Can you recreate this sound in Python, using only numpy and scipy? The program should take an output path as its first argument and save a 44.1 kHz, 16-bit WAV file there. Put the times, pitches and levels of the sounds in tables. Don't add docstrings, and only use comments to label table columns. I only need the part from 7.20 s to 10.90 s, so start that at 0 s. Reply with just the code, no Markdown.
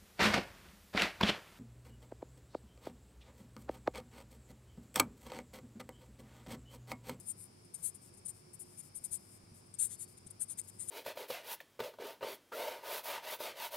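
import sys
import numpy as np
from scipy import signal
from scipy.fft import rfft, irfft
from scipy.io import wavfile

SR = 44100
rng = np.random.default_rng(int(sys.argv[2]) if len(sys.argv) > 2 else 0)


def transcribe(signal):
    frames = np.atleast_2d(signal).T
    limited = np.clip(frames, -1, 1)
    pcm = np.round(limited * 32767).astype(np.int16)
    wavfile.write(sys.argv[1], SR, pcm)


N = 163170
COLOUR_HZ = np.fft.rfftfreq(1024, 1 / SR)
NIB_DB, NIB_WIDTH_HZ = 5.5, 340
SLIPS_PER_S, SLIP_SPREAD_DB, SLIP_DECAY_S = 1300, 2.5, 0.00052

# frequency in Hz, relative left and right levels in dB.
SCRATCH_COLOUR = [(304, -61, -46), (1510, -31.5, -38.5), (2550, -35.5, -34.5), (3280, -28.5, -34),
                  (3920, -27.5, -29), (5640, -29.5, -34), (6210, -12.5, -26), (6500, -12.5, -20.5),
                  (7420, -8, -24), (8100, -3.5, -25), (8540, 1, -20.5), (9200, 2, -26), (10070, 1, -37),
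                  (10320, -6, -26), (10900, -2.5, -32), (11490, -8, -50), (12340, -14, -40),
                  (13600, -21.5, -42), (15800, -39.5, -46.5)]
# time of top speed, time speeding up and time slowing down in seconds,
# level in dB, nib pitch in Hz, extra ring in dB, brightness in dB per octave, right-side boost in dB.
PEN_STROKES = [(0.001, 0.01, 0.029, -49, 9160.0, -9, 0.5, 7), (0.11, 0.064, 0.019, -35.5, 9400, 0, 2, 1.5),
               (0.219, 0.074, 0.071, -48.0, 9400, -5, 4, 7),
               (0.451, 0.0096, 0.021, -59.5, 9260.0, -2.0, -1, 6),
               (0.546, 0.011, 0.03, -38.0, 9250.0, 0, -1, 4),
               (0.655, 0.039, 0.062, -32.0, 9440, -0.5, 2.5, 2),
               (0.752, 0.014, 0.029, -46.5, 9600, -1, 1, 1),
               (0.943, 0.015, 0.03, -57, 9450.0, -3, -1, -0.8),
               (0.977, 0.012, 0.031, -53.5, 9450.0, -5, -2, -0.3),
               (1.066, 0.021, 0.014, -37.0, 9100, 3, -1.0, 3),
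               (1.087, 0.013, 0.035, -37.0, 9240, 0.0, 0, 4.5),
               (1.34, 0.011, 0.028, -46.5, 9400.0, -3.0, 7, -0.1),
               (1.403, 0.015, 0.048, -41.0, 9700, 1.0, 4, 2), (1.603, 0.041, 0.019, -43, 9500, 3, -4, 2),
               (1.766, 0.026, 0.035, -38.5, 9100, 3, 2, 2.5),
               (1.845, 0.0094, 0.032, -35, 9240, -3.5, 0, -1),
               (1.94, 0.039, 0.044, -33, 9300, -1.5, 0.3, -1.5),
               (2.469, 0.013, 0.013, -61.0, 8960.0, 2.0, 0.4, -1.9),
               (2.542, 0.005, 0.019, -43, 8580, 5, -8, -1.9),
               (2.596, 0.013, 0.032, -28.5, 8760, 7.5, -0.5, 4),
               (2.624, 0.032, 0.069, -27.5, 8930, 2, 1.5, 2),
               (2.732, 0.055, 0.037, -41.5, 9400, -8, -3, 4.5),
               (2.824, 0.053, 0.038, -40, 9220, -6, 0.0, 4.5),
               (2.983, 0.021, 0.0096, -52.5, 9220.0, 3, -8, 6),
               (3.073, 0.014, 0.012, -46, 8600, 3.5, -8, -3.7),
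               (3.109, 0.0097, 0.012, -43.5, 9440.0, 4, -3.0, 2),
               (3.222, 0.031, 0.031, -31.0, 8800, 0.5, -1, 0),
               (3.313, 0.041, 0.034, -37.5, 9140.0, 0, -3, 3),
               (3.394, 0.025, 0.019, -33.5, 8760, -1.0, -4, 1),
               (3.496, 0.033, 0.013, -46.5, 9130.0, -10, -1.5, 5),
               (3.61, 0.029, 0.05, -37.5, 8860.0, 2.5, -3.5, 4),
               (3.697, 0.028, 0.03, -33.5, 9310.0, 1.5, -4.5, -1.6)]


def stroke(rise, fall, level_db, nib_hz, ring_db, brightness_db, right_db):
    speed = speed_arch(rise, fall)
    n = len(speed)
    chance = rng.random(SR // 2)[:n]
    size, noise = rng.standard_normal((2, SR // 2))[:, :n]
    slips = chance < SLIPS_PER_S * (0.44 + 0.56 * speed) / SR
    sizes = amp(SLIP_SPREAD_DB * np.clip(size, -2, 2))
    slip_power = signal.lfilter([1], [1, -np.exp(-2 / (SLIP_DECAY_S * SR))], slips * sizes ** 2)
    rub_power = amp(3) ** 2
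    grain = np.sqrt(unit(np.sqrt(slip_power)) ** 2 + rub_power) * noise
    force = speed ** 1.79
    drive = unit(grain * force) * np.sqrt(np.mean(force ** 2))
    nib = nib_peak(nib_hz, NIB_DB + ring_db)
    ripple = np.array([db * wander(len(COLOUR_HZ), 202 / COLOUR_HZ[1]) for db in (2.3, 3)])
    tilt = brightness_db * np.log2(np.maximum(COLOUR_HZ / nib_hz, .5))
    colour = read(SCRATCH_COLOUR, COLOUR_HZ) + nib + tilt + ripple
    return amp([[level_db], [level_db + right_db]]) * ring(drive, colour)


# start in seconds, level in dB.
NIB_SNAGS = [(0.6408, -15), (0.6612, -10), (2.6308, -16), (2.6349, -20), (3.3960, -14), (3.4152, -18.5)]


def snag(level_db):
    return ring(amp([level_db]), read(SCRATCH_COLOUR, COLOUR_HZ) + nib_peak(9000, height_db=15))


# frequency in Hz, relative left and right levels in dB.
SLIDE_COLOUR = [(500, -30, -13), (2340, -24, -28), (4100, -29, -26.5), (5770, -21.5, -32),
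                (6260, -14.5, -20), (7700, -7, -19), (9000, 0.5, -22), (10100, -3, -29), (10200, -4.5, -22),
                (11200, -9.5, -29), (12400, -10, -31), (13500, -17.5, -46), (15900, -31, -40)]
# time of top speed, time speeding up and time slowing down in seconds, level in dB.
PAPER_SLIDES = [(0.049, 0.035, .1, -59), (0.604, .05, 0.071, -55.5), (0.839, 0.032, 0.067, -56.5),
                (1.151, 0.022, 0.082, -60.5), (1.532, .108, 0.12, -59.5), (1.647, 0.026, 0.051, -55),
                (1.85, .068, 0.13, -58.5), (2.026, 0.051, .095, -61), (2.151, .092, 0.034, -57.5),
                (2.355, .017, 0.063, -58), (2.887, .013, 0.066, -58), (3.451, 0.023, 0.022, -56.5),
                (3.549, .036, 0.078, -62), (3.661, .06, 0.035, -51)]


def slide(rise, fall, level_db):
    speed = speed_arch(rise, fall)
    grain = unit(rng.standard_normal(SR) * amp(1.5 * wander(SR, 25)))[:len(speed)]
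    return amp(level_db) * ring(grain * speed ** 0.68, read(SLIDE_COLOUR, COLOUR_HZ))


# start in seconds, peak level in dB.
DESK_BUMPS = [(1.778, -54), (1.809, -53.5), (1.913, -53), (2.237, -52), (2.318, -49), (2.340, -58),
              (3.064, -47)]


def bump(level_db, pitch_hz=138, rise_s=0.0011, decay_s=0.004):
    t = np.arange(SR // 20) / SR
    swing = (1 - np.exp(-t / rise_s)) * np.exp(-t / decay_s) * np.sin(2 * np.pi * pitch_hz * t)
    return -amp(level_db) * swing / abs(swing).max()


# start in seconds, length in seconds, pitch in Hz, level in dB.
NIB_SQUEAKS = [(2.278, 0.062, 5900, -75), (2.69, 0.26, 4560, -73)]


def squeak(length, pitch_hz, level_db, waver_hz=90):
    swell = speed_arch(length / 2, length / 2)
    drift, grip = (wander(SR, 120)[:len(swell)] for _ in range(2))
    phase = 2 * np.pi * np.cumsum(pitch_hz + waver_hz * drift) / SR
    return amp(level_db) * swell * grip * np.sin(phase)


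def room_echo(sound, fade_s=0.13):
    t = np.arange(SR // 3) / SR
    tail = rng.standard_normal((2, len(t))) * amp(-60 * t / fade_s) * (t > .002)
    tail = tail / np.linalg.norm(tail[0]) * amp([[-22], [-40]])
    return signal.fftconvolve(sound[:1], tail, axes=1)[:, :N]


# frequency in Hz, left and right levels in dB per Hz.
NOISE_COLOUR = [(20.4, -118, -118), (45, -102, -89), (71, -95.5, -101), (87.7, -86, -86),
                (123, -85.5, -86.5), (202, -88.5, -87.5), (281, -95, -92.5), (389, -98.5, -91),
                (510, -99, -98.5), (1100, -101, -102), (1670, -107, -108), (1960, -109, -109),
                (2270, -105, -105), (2900, -112, -112), (4200, -112, -112), (4810, -104, -104),
                (5100, -104, -105), (6080, -112, -112), (7560, -108, -113), (8940, -100, -114),
                (9900, -100, -115), (10740, -111, -117), (13100, -117, -119), (15500, -122, -123)]
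# frequency in Hz, likeness (1 the same, 0 unrelated, -1 opposite).
NOISE_LIKENESS = [(60, 0.72), (150, 1), (290, 0.64), (640, -0.25), (1400, -0.36), (3100, 0.33),
                  (15000, -0.3)]


def room_noise():
    hz = np.fft.rfftfreq(N, 1 / SR)
    left, separate = rfft(rng.standard_normal((2, N)))
    likeness = read(NOISE_LIKENESS, hz)[0]
    right = likeness * left + np.sqrt(1 - likeness ** 2) * separate
    return irfft(np.array([left, right]) * amp(read(NOISE_COLOUR, hz)), N) * np.sqrt(SR / 2)


# pitch in Hz, left and right levels in dB.
HUM_TONES = [(99.6, -69.5, -69.5), (357.8, -89, -69.5)]


def hum(waver=0.49, waver_hz=8.5):
    t = np.arange(N) / SR
    tones = np.zeros((2, N))
    for hz, left_db, right_db in HUM_TONES:
        swell, drift = (waver * wander(N, SR / waver_hz / 2) for _ in range(2))
        tone = unit((1 + swell) * np.sin(2 * np.pi * hz * t + 2 * drift))
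        tones += amp([[left_db], [right_db]]) * tone
    return tones


# time in seconds, centre pitch in Hz, level in dB.
HISS_PATH = [(0, 5280, -76), (1.301, 5316, -74.5), (1.9, 5250, -71), (2.302, 5180, -76), (3.7, 5180, -74)]


def thin_hiss(width_hz=530):
    times, centre_hz, level_db = np.transpose(HISS_PATH)
    t = np.arange(N) / SR
    carrier = np.exp(2j * np.pi * np.cumsum(np.interp(t, times, centre_hz)) / SR)
    band = np.exp(-(2 * np.fft.fftfreq(N, 1 / SR) / width_hz) ** 2 / 2)
    white = rng.standard_normal((2, N)) + 1j * rng.standard_normal((2, N))
    low_noise = np.fft.ifft(np.fft.fft(white) * band)
    return amp(np.interp(t, times, level_db)) * unit((low_noise * carrier).real)


def speed_arch(rise, fall):
    t = np.arange(0, rise + fall, 1 / SR)
    return abs(np.sin(np.pi * np.interp(t, [0, rise, rise + fall], [0, .5, 1])))


def nib_peak(pitch_hz, height_db):
    return height_db / (1 + ((COLOUR_HZ - pitch_hz) / NIB_WIDTH_HZ) ** 2)


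def ring(drive, colour_db):
    log_gain = np.log(amp(colour_db))
    mirrored = np.concatenate([log_gain, log_gain[:, -2:0:-1]], 1)
    response = np.exp(np.conj(signal.hilbert(mirrored, axis=1)))
    taps = np.fft.ifft(response, axis=1).real
    return signal.fftconvolve(drive[None], taps / np.linalg.norm(taps[0]), axes=1)


def wander(count, span):
    soft = np.exp(-(np.fft.rfftfreq(count) * span * 2) ** 2)
    return unit(irfft(rfft(rng.standard_normal(count)) * soft, count))


def amp(db):
    return 10 ** (np.asarray(db) / 20)


def unit(x):
    return x / np.sqrt(np.mean(abs(x) ** 2) + 1e-20)


def read(table, hz):
    row_hz, *columns = np.transpose(table)
    return np.array([np.interp(np.log(hz + 1), np.log(row_hz + 1), c) for c in columns])


def add(mix, start_s, sound):
    at = round(start_s * SR)
    sound = sound[..., max(-at, 0):]
    part = mix[:, max(at, 0):][:, :sound.shape[-1]]
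    part += sound[..., :part.shape[1]]


def scene():
    background = room_noise() + hum() + thin_hiss()
    desk = np.zeros((2, N))
    for fastest_s, rise, *rest in PEN_STROKES:
        add(desk, fastest_s - rise, stroke(rise, *rest))
    for fastest_s, rise, *rest in PAPER_SLIDES:
        add(desk, fastest_s - rise, slide(rise, *rest))
    for start_s, level_db in NIB_SNAGS:
        add(desk, start_s, snag(level_db))
    for start_s, *rest in NIB_SQUEAKS:
        add(desk, start_s, squeak(*rest))
    for start_s, level_db in DESK_BUMPS:
        add(desk, start_s, bump(level_db))
    return desk + room_echo(desk) + background


def record(dry):
    low_pass = signal.firwin(511, 15800, window=("kaiser", 9), fs=SR)
    return signal.oaconvolve(dry, low_pass[None], "same")


dry = scene()
out = record(dry)
transcribe(out)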